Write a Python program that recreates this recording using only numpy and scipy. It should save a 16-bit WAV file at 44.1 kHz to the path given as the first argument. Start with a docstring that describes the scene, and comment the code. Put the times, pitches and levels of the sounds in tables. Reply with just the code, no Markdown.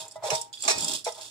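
"""Rice swept into a pot

A small tiled kitchen, a small microphone close to a tilted steel plate, the action a little to the right.
A hand sweeps raw rice off the plate: grains skitter and tick over the metal, fingers bump and drag on it,
and it rings when they let go. Glass bangles clink on the wrist; the rice patters low into a pot of curry."""
import sys
import numpy as np
from scipy import signal
from scipy.fft import rfft, irfft, next_fast_len
from scipy.io import wavfile

SR = 44100
rng = np.random.default_rng(int(sys.argv[2]) if len(sys.argv) > 2 else 0)


def persist_wave(psi):
    """Save psi, clipped to +-1, as 16-bit WAV."""
    counts = np.round(np.clip(psi, -1, 1) * 32767).astype(np.int16)
    wavfile.write(sys.argv[1], SR, np.atleast_2d(counts).T)


N = 57330

# Levels are relative within each table.
# flow of rice down the plate: time_s, level_db
SLIDE_LEVEL = [(0, -39), (.05, -46), (.075, -60), (.135, -58), (.165, -53.5), (.19, -87), (.22, -65),
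               (.243, -46), (.275, -37), (.298, -43.5), (.34, -35), (.375, -35), (.405, -46.5), (.43, -48),
               (.505, -75), (.525, -82), (.534, -37), (.57, -55), (.62, -41), (.645, -37), (.675, -39.5),
               (.71, -28), (.755, -46), (.80, -34), (.865, -37), (.89, -28), (.95, -29.5), (1.0, -44.5),
               (1.037, -60), (1.05, -40.5), (1.085, -40), (1.11, -49.5), (1.204, -47), (1.216, -40.5),
               (1.3, -49.5)]
# spectrum of the sliding rice: frequency_hz, level_db
SLIDE_COLOUR = [(700, -31), (1280, -18.5), (1700, -27.5), (2250, -26), (2500, -12.5), (3000, -11.5),
                (3650, -1), (4150, -9), (4800, -1), (5500, -4.5), (6250, -9.5), (7300, -4), (9400, -11.5),
                (10800, -12), (12000, -22), (14500, -24.5), (15500, -26)]
# dense upper ring of the plate: frequency_hz, t60_s
SHIMMER_DECAY = [(300, 0.0068), (3000, 0.036), (7000, 0.044), (15000, 0.027)]
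# skin rubbing on the plate: time_s, level_db
RUB_LEVEL = [(0, -48.5), (.06, -48.5), (.11, -69), (.22, -53.5), (.25, -40), (.33, -35.5), (.38, -50),
             (.48, -70.5), (.62, -81), (.64, -42), (.71, -43), (.76, -42.5), (.95, -45.5), (1.01, -68),
             (1.05, -69), (1.08, -35.5), (1.13, -61.5), (1.19, -47.5), (1.3, -62)]
# resonances of the rubbed plate: pitch_hz, width_hz, level_db
RUBBED_MODES = [(449, 47, -9.5), (598, 29, -10.5), (630.3, 17.5, 1.5), (803.4, 10.4, 1.5), (906, 13, -1),
                (1026, 15, -9.5), (1214, 27, -13.5)]
# the hand letting go of the plate: start_s, low_modes_db, high_modes_db
RELEASES = [(0, -44, -59), (.327, -25.5, -77), (.712, -39, -34)]
# modes of the free plate: pitch_hz, level_db, t60_s
FREE_MODES = [(464.3, -17.5, 0.33), (638, 0, 0.17), (818, -18.5, 0.57), (928, 0, 0.31), (1004, -11.5, 0.26),
              (1868, -2.5, 0.19), (2517, 3, 0.35), (4740, -1, 0.35), (5400, 5, 0.14), (7800, 6, 0.1)]
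# spectrum of the kitchen air: frequency_hz, level_db
AIR_COLOUR = [(25, -2), (55, -19), (85, -11), (112, -9), (150, -13), (250, -12.5), (340, -8), (700, -16.5),
              (2000, -22), (15000, -39)]
# faint swells of the low room hum (first two rows), clumps landing in the pot (the rest):
# start_s, length_s, level_db, centre_hz
LOW_BURSTS = [(.01, 0.017, -60, 111.3), (0.159, 0.041, -62, 110), (0.228, 0.013, -52, 98),
              (0.32, 0.0083, -43.5, 125), (0.652, 0.14, -48, 294), (0.743, 0.066, -51, 113),
              (0.807, 0.082, -46, 203), (0.881, 0.06, -46.5, 259), (0.925, 0.018, -53.5, 120)]
# single grains striking the plate: start_s, level_db
TICKS = [(0.081, -35), (.111, -38.5), (0.12, -35.5), (.3525, -19.5), (0.4136, -20.5), (0.6231, -23.5),
         (0.637, -24.5), (0.7824, -19.5), (.8065, -20.5), (0.8075, -24), (.8448, -18.5), (0.882, -17.5),
         (0.8855, -40), (0.935, -18), (1.043, -31), (1.047, -20), (1.122, -30), (1.2111, -32)]
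# spectrum of a grain strike: frequency_hz, level_db
TICK_COLOUR = [(1500, -28.5), (3000, -30), (3700, -14), (5300, 2.5), (6200, -9.5), (7300, 2), (8600, -4.5),
               (11000, -13.5), (15500, -30)]
# the hand bumping the plate: start_s, level_db, pitch_ratio, deepest_mode_boost_db
BUMPS = [(.156, -34, 1.016, -24), (.223, -33.5, 1.05, -26), (.236, -25.5, .99, -19), (.257, -34, .98, 10),
         (.284, -31, 0.86, -4), (.313, -27.5, .98, 6.5), (.680, -30.5, 1.02, -2), (.700, -37, 0.92, 14),
         (1.063, -24, 1.06, 4.5), (1.075, -28, 1.01, 5), (1.178, -45.5, 1.03, -5)]
# modes of the plate damped by the hand: pitch_hz, level_db, t60_s
HELD_MODES = [(460.8, -3.5, 0.078), (599, -8, 0.16), (631, 3.5, 0.11), (829.2, -1, 0.1), (909, -7, 0.068),
              (954, -9, 0.12), (1237, -17, 0.19), (1326, -20.5, 0.11), (1964, -17, 0.13)]
# fingers pressing rice across the metal: start_s, length_s, level_db
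DRAGS = [(0.232, 0.05, -38.5), (0.301, 0.012, -27), (0.319, 0.036, -33), (0.635, 0.023, -36),
         (0.677, 0.0083, -17), (0.693, 0.021, -21), (0.71, 0.087, -37), (1.055, 0.024, -36),
         (1.17, 0.076, -55)]
# spectrum of the dragged rice: frequency_hz, level_db
DRAG_COLOUR = [(120, -35.5), (200, -23.5), (298, -14.5), (437, 2), (534, -26.5), (641, 8), (974, -11.5),
               (1300, -3.5), (1480, -19.5), (2210, -10), (2420, -10.5), (3070, -21.5), (3240, -11.5),
               (3750, -6.5), (4750, -9), (5390, -2), (6710, -14), (7760, -8), (15500, -46.5)]
# spectrum of a fingernail's crack on steel: frequency_hz, level_db
NAIL_COLOUR = [(300, -22), (1000, -14), (2800, -2), (4200, -11), (5600, 4), (7000, -15), (11000, -10),
               (15500, -45)]
# modes rung by the nail: pitch_hz, level_db, t60_s
NAIL_MODES = [(2900, -5, 0.013), (5400, -3, 0.022), (5980, -3.5, 0.014), (10630, -9, .008)]
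# bangles knocking together: start_s, level_db, tilt_db_per_octave
CLINKS = [(0.529, -45, -2), (.539, -47, -23.5), (.574, -49, -15), (.606, -42.5, 0), (.6228, -41, 8),
          (.638, -38.5, -2), (.652, -37, 11), (.669, -51, 6), (0.8246, -33, 5), (.835, -43.5, 22),
          (.8448, -37.5, 12)]
# modes of the glass bangles: pitch_hz, level_db, t60_s
GLASS_MODES = [(3390, 2.5, 0.067), (3570, -6, 0.068), (4820, -0.5, 0.08), (4600, -0.5, 0.074),
               (6910, 4, 0.027), (7450, 4.5, 0.028), (7210, 5.5, 0.023), (6930, -8, 0.029),
               (8600, -21, 0.034)]
# reverberation of the tiled kitchen: frequency_hz, t60_s
KITCHEN_DECAY = [(150, 0.5), (1000, 0.21), (5000, 0.22), (14000, .15)]


def amp(db):
    """Decibels to gain."""
    return 10 ** (np.asarray(db) / 20)


def unit(x):
    """Scale to rms 1."""
    return x / np.sqrt(np.mean(x ** 2) + 1e-20)


def along(points, hz):
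    """Interpolate (frequency_hz, value) points on a log frequency axis."""
    f, v = np.transpose(points)
    return np.interp(np.log(hz + 1), np.log(f + 1), v)


def clock():
    """Time of each sample in seconds."""
    return np.arange(N) / SR


def level(rows):
    """Gain per sample from (time_s, level_db) rows."""
    return amp(np.interp(clock(), *np.transpose(rows)))


def stroke(start, length, attack, t60):
    """Envelope of attack, hold and release, all in seconds."""
    t = clock() - start
    return np.clip(t / attack, 0, 1) * amp(-60 * np.maximum(t - length, 0) / t60)


def filtered(x, response):
    """Multiply the spectrum of x by response(hz)."""
    size = 2 * next_fast_len(N)
    return irfft(rfft(x, size) * response(np.fft.rfftfreq(size, 1 / SR)), size)[..., :N]


def coloured(x, points):
    """Minimum-phase filter of power gain 1 with the given spectrum."""
    def response(hz):
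        cepstrum = irfft(np.log(unit(amp(along(points, hz)))))
        half = len(cepstrum) // 2
        cepstrum[1:half] *= 2
        cepstrum[half + 1:] = 0
        return np.exp(rfft(cepstrum))
    return filtered(x, response)


def pan(x, left_db):
    """Set the left channel's level against the right; negative leans right."""
    return x * amp(np.array([[left_db], [-left_db]]) / 2)


def tail(x, decay):
    """Pass x through a diffuse decay of energy about 1, different in each channel."""
    hz, t, noise = signal.stft(rng.standard_normal((2, SR // 2)), SR, nperseg=128)
    t60 = along(decay, hz)[:, None]
    impulse = signal.istft(noise * amp(-60 * t / t60) / np.sqrt(t60), SR, nperseg=128)[1]
    return signal.fftconvolve(np.atleast_2d(x), impulse / np.linalg.norm(impulse[0]), axes=1)[:, :N]


def grains(per_s, spread_db):
    """Random tiny impacts of uneven size, rms 1."""
    size = amp(spread_db * np.clip(rng.standard_normal(N), -2, 2)) * rng.choice([-1, 1], N)
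    return unit(size * (rng.random(N) < per_s / SR))


def snap(start, t60):
    """A very short burst of contact noise, its energy proportional to its decay time."""
    burst = stroke(start, length=0, attack=.0001, t60=t60) * rng.standard_normal(N)
    return unit(burst) * np.sqrt(t60 * SR / N / np.log(1000))


def low_burst(start, length, db, centre_hz, octaves=.5):
    """A soft burst of grainy noise in one low band."""
    noise = grains(per_s=500, spread_db=1) + 0.93 * rng.standard_normal((2, N))
    band = filtered(noise, lambda hz: np.exp(-.5 * (np.log2((hz + 1) / centre_hz) / octaves) ** 2))
    return amp(db) * unit(band) * stroke(start, length, attack=0.0046, t60=.16)


def mode(start, hz, t60, attack, spread_rad):
    """One decaying mode, with a random phase in each channel."""
    t = np.maximum(clock() - start, 0)
    phase = spread_rad * rng.standard_normal((2, 1))
    return np.sin(2 * np.pi * hz * t + phase) * amp(-60 * t / t60) * (1 - np.exp(-t / attack))


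def metal(x, colour, ring_db, lag_s=0.00022):
    """Contacts heard directly, later on the left, and through the plate's dense upper ring."""
    direct = filtered(x, lambda hz: np.exp(1j * np.pi * hz * lag_s * np.array([[-1], [1]])))
    ring = amp(ring_db) * tail(x, SHIMMER_DECAY)
    return coloured(direct + ring, colour) / np.hypot(1, amp(ring_db))


def radiated(x, cut_hz=373):
    """The thin plate radiates almost nothing below its deepest mode."""
    return signal.sosfilt(signal.butter(7, cut_hz, 'high', fs=SR, output='sos'), x)


def sliding_rice():
    """Many grains skitter down the embossed metal."""
    contacts = grains(per_s=1500, spread_db=4.5) * level(SLIDE_LEVEL)
    return pan(amp(1.0) * metal(contacts, SLIDE_COLOUR, ring_db=20), left_db=-4.5)


def rubbing_skin():
    """Skin friction stirs the low resonances of the plate."""
    def body(hz):
        return sum(amp(db) * 1j * hz * width / (pitch ** 2 - hz ** 2 + 1j * hz * width)
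                   for pitch, width, db in RUBBED_MODES)
    slips = grains(per_s=1500, spread_db=2) + 0.74 * rng.standard_normal((2, N))
    return unit(radiated(filtered(slips, body))) * level(RUB_LEVEL)


def free_ring(split_hz=1400):
    """The plate rings on once the hand has left it."""
    return sum(amp(mode_db + (low_db if hz < split_hz else high_db))
               * mode(start, hz, t60, attack=0.001, spread_rad=0.87)
               for start, low_db, high_db in RELEASES for hz, mode_db, t60 in FREE_MODES)


def room_tone(air_db=-63.5, hum_hz=112.8, hum_db=-69):
    """Quiet kitchen air with a low hum."""
    noise = rng.standard_normal(N) + 1.05 * rng.standard_normal((2, N))
    air = amp(air_db) * unit(coloured(noise, AIR_COLOUR))
    hum = amp(hum_db) * np.sin(2 * np.pi * hum_hz * clock())
    return pan(air + hum, left_db=-3.5)


def hum_swells():
    """The low room hum swells faintly, twice."""
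    return pan(sum(low_burst(*row) for row in LOW_BURSTS[:2]), left_db=-7.5)


def grain_ticks():
    """Single grains hit the steel hard."""
    hits = sum(amp(db) * snap(start, t60=0.0049) for start, db in TICKS)
    return pan(amp(-0.5) * metal(hits, TICK_COLOUR, ring_db=10), left_db=-6)


def hand_bumps():
    """Soft blows of the hand give a short hollow note; flatter blows flex the deepest mode more."""
    notes = 0
    for start, db, pitch_ratio, deep_db in BUMPS:
        for k, (hz, mode_db, t60) in enumerate(HELD_MODES):
            gain = amp(db + mode_db + deep_db * (k == 0) + rng.normal(0, 1))
            notes += gain * mode(start, hz * pitch_ratio, t60, attack=0.0034, spread_rad=hz / 1500)
    return radiated(notes)


def landing_rice():
    """Clumps drop on the soft heap in the pot with a dull patter."""
    return pan(sum(low_burst(*row) for row in LOW_BURSTS[2:]), left_db=-7.5)


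def dragged_rice():
    """Rice trapped under the fingers rasps across the plate."""
    force = sum(amp(db) * stroke(start, length, attack=0.0018, t60=0.04) for start, length, db in DRAGS)
    rasp = force * grains(per_s=5000, spread_db=0.5)
    return pan(metal(rasp, DRAG_COLOUR, ring_db=7.5), left_db=-4)


def nail_tap(start_s=.3036, gain_db=-18):
    """A fingernail taps the far side of the plate: a crack and a very short ring."""
    crack = metal(snap(start_s, t60=0.01), NAIL_COLOUR, ring_db=2)
    ring = sum(amp(db) * mode(start_s, hz, t60, attack=0.00026, spread_rad=0.84)
               for hz, db, t60 in NAIL_MODES)
    return pan(amp(gain_db) * (crack + ring), left_db=-7)


def bangles(detune=.005, jangle_db=-4):
    """Thin glass rings clink and jangle against each other; harder knocks tend to be brighter."""
    rings = 0
    for start, db, tilt in CLINKS:
        for hz, mode_db, t60 in GLASS_MODES:
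            gain = amp(db + mode_db + tilt * np.log2(hz / 5000) + rng.normal(0, 1.1))
            pitch_hz = hz * (1 + detune * rng.standard_normal())
            rings += gain * mode(start, pitch_hz, t60, attack=0.000067, spread_rad=1.55)
    jangle = amp(jangle_db) * tail(rings, SHIMMER_DECAY)
    return pan((rings + jangle) / np.hypot(1, amp(jangle_db)), left_db=-5.5)


def scene(reverb_db=-12):
    """Plate and pot close to the microphone, with a little answer from the tiles."""
    plate = pan(hand_bumps() + rubbing_skin() + free_ring(), left_db=-2)
    contacts = sliding_rice() + grain_ticks() + nail_tap() + bangles() + dragged_rice()
    direct = plate + contacts + hum_swells() + landing_rice()
    return direct + amp(reverb_db) * tail(direct, KITCHEN_DECAY) + room_tone()


def record(dry, low_cut_hz=68, top_hz=15600):
    """The small microphone loses deep bass and keeps nothing above its band limit."""
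    thin = signal.sosfilt(signal.butter(2, low_cut_hz, 'high', fs=SR, output='sos'), dry)
    return filtered(thin, lambda hz: hz < top_hz)


dry = scene()
out = record(dry)
persist_wave(out)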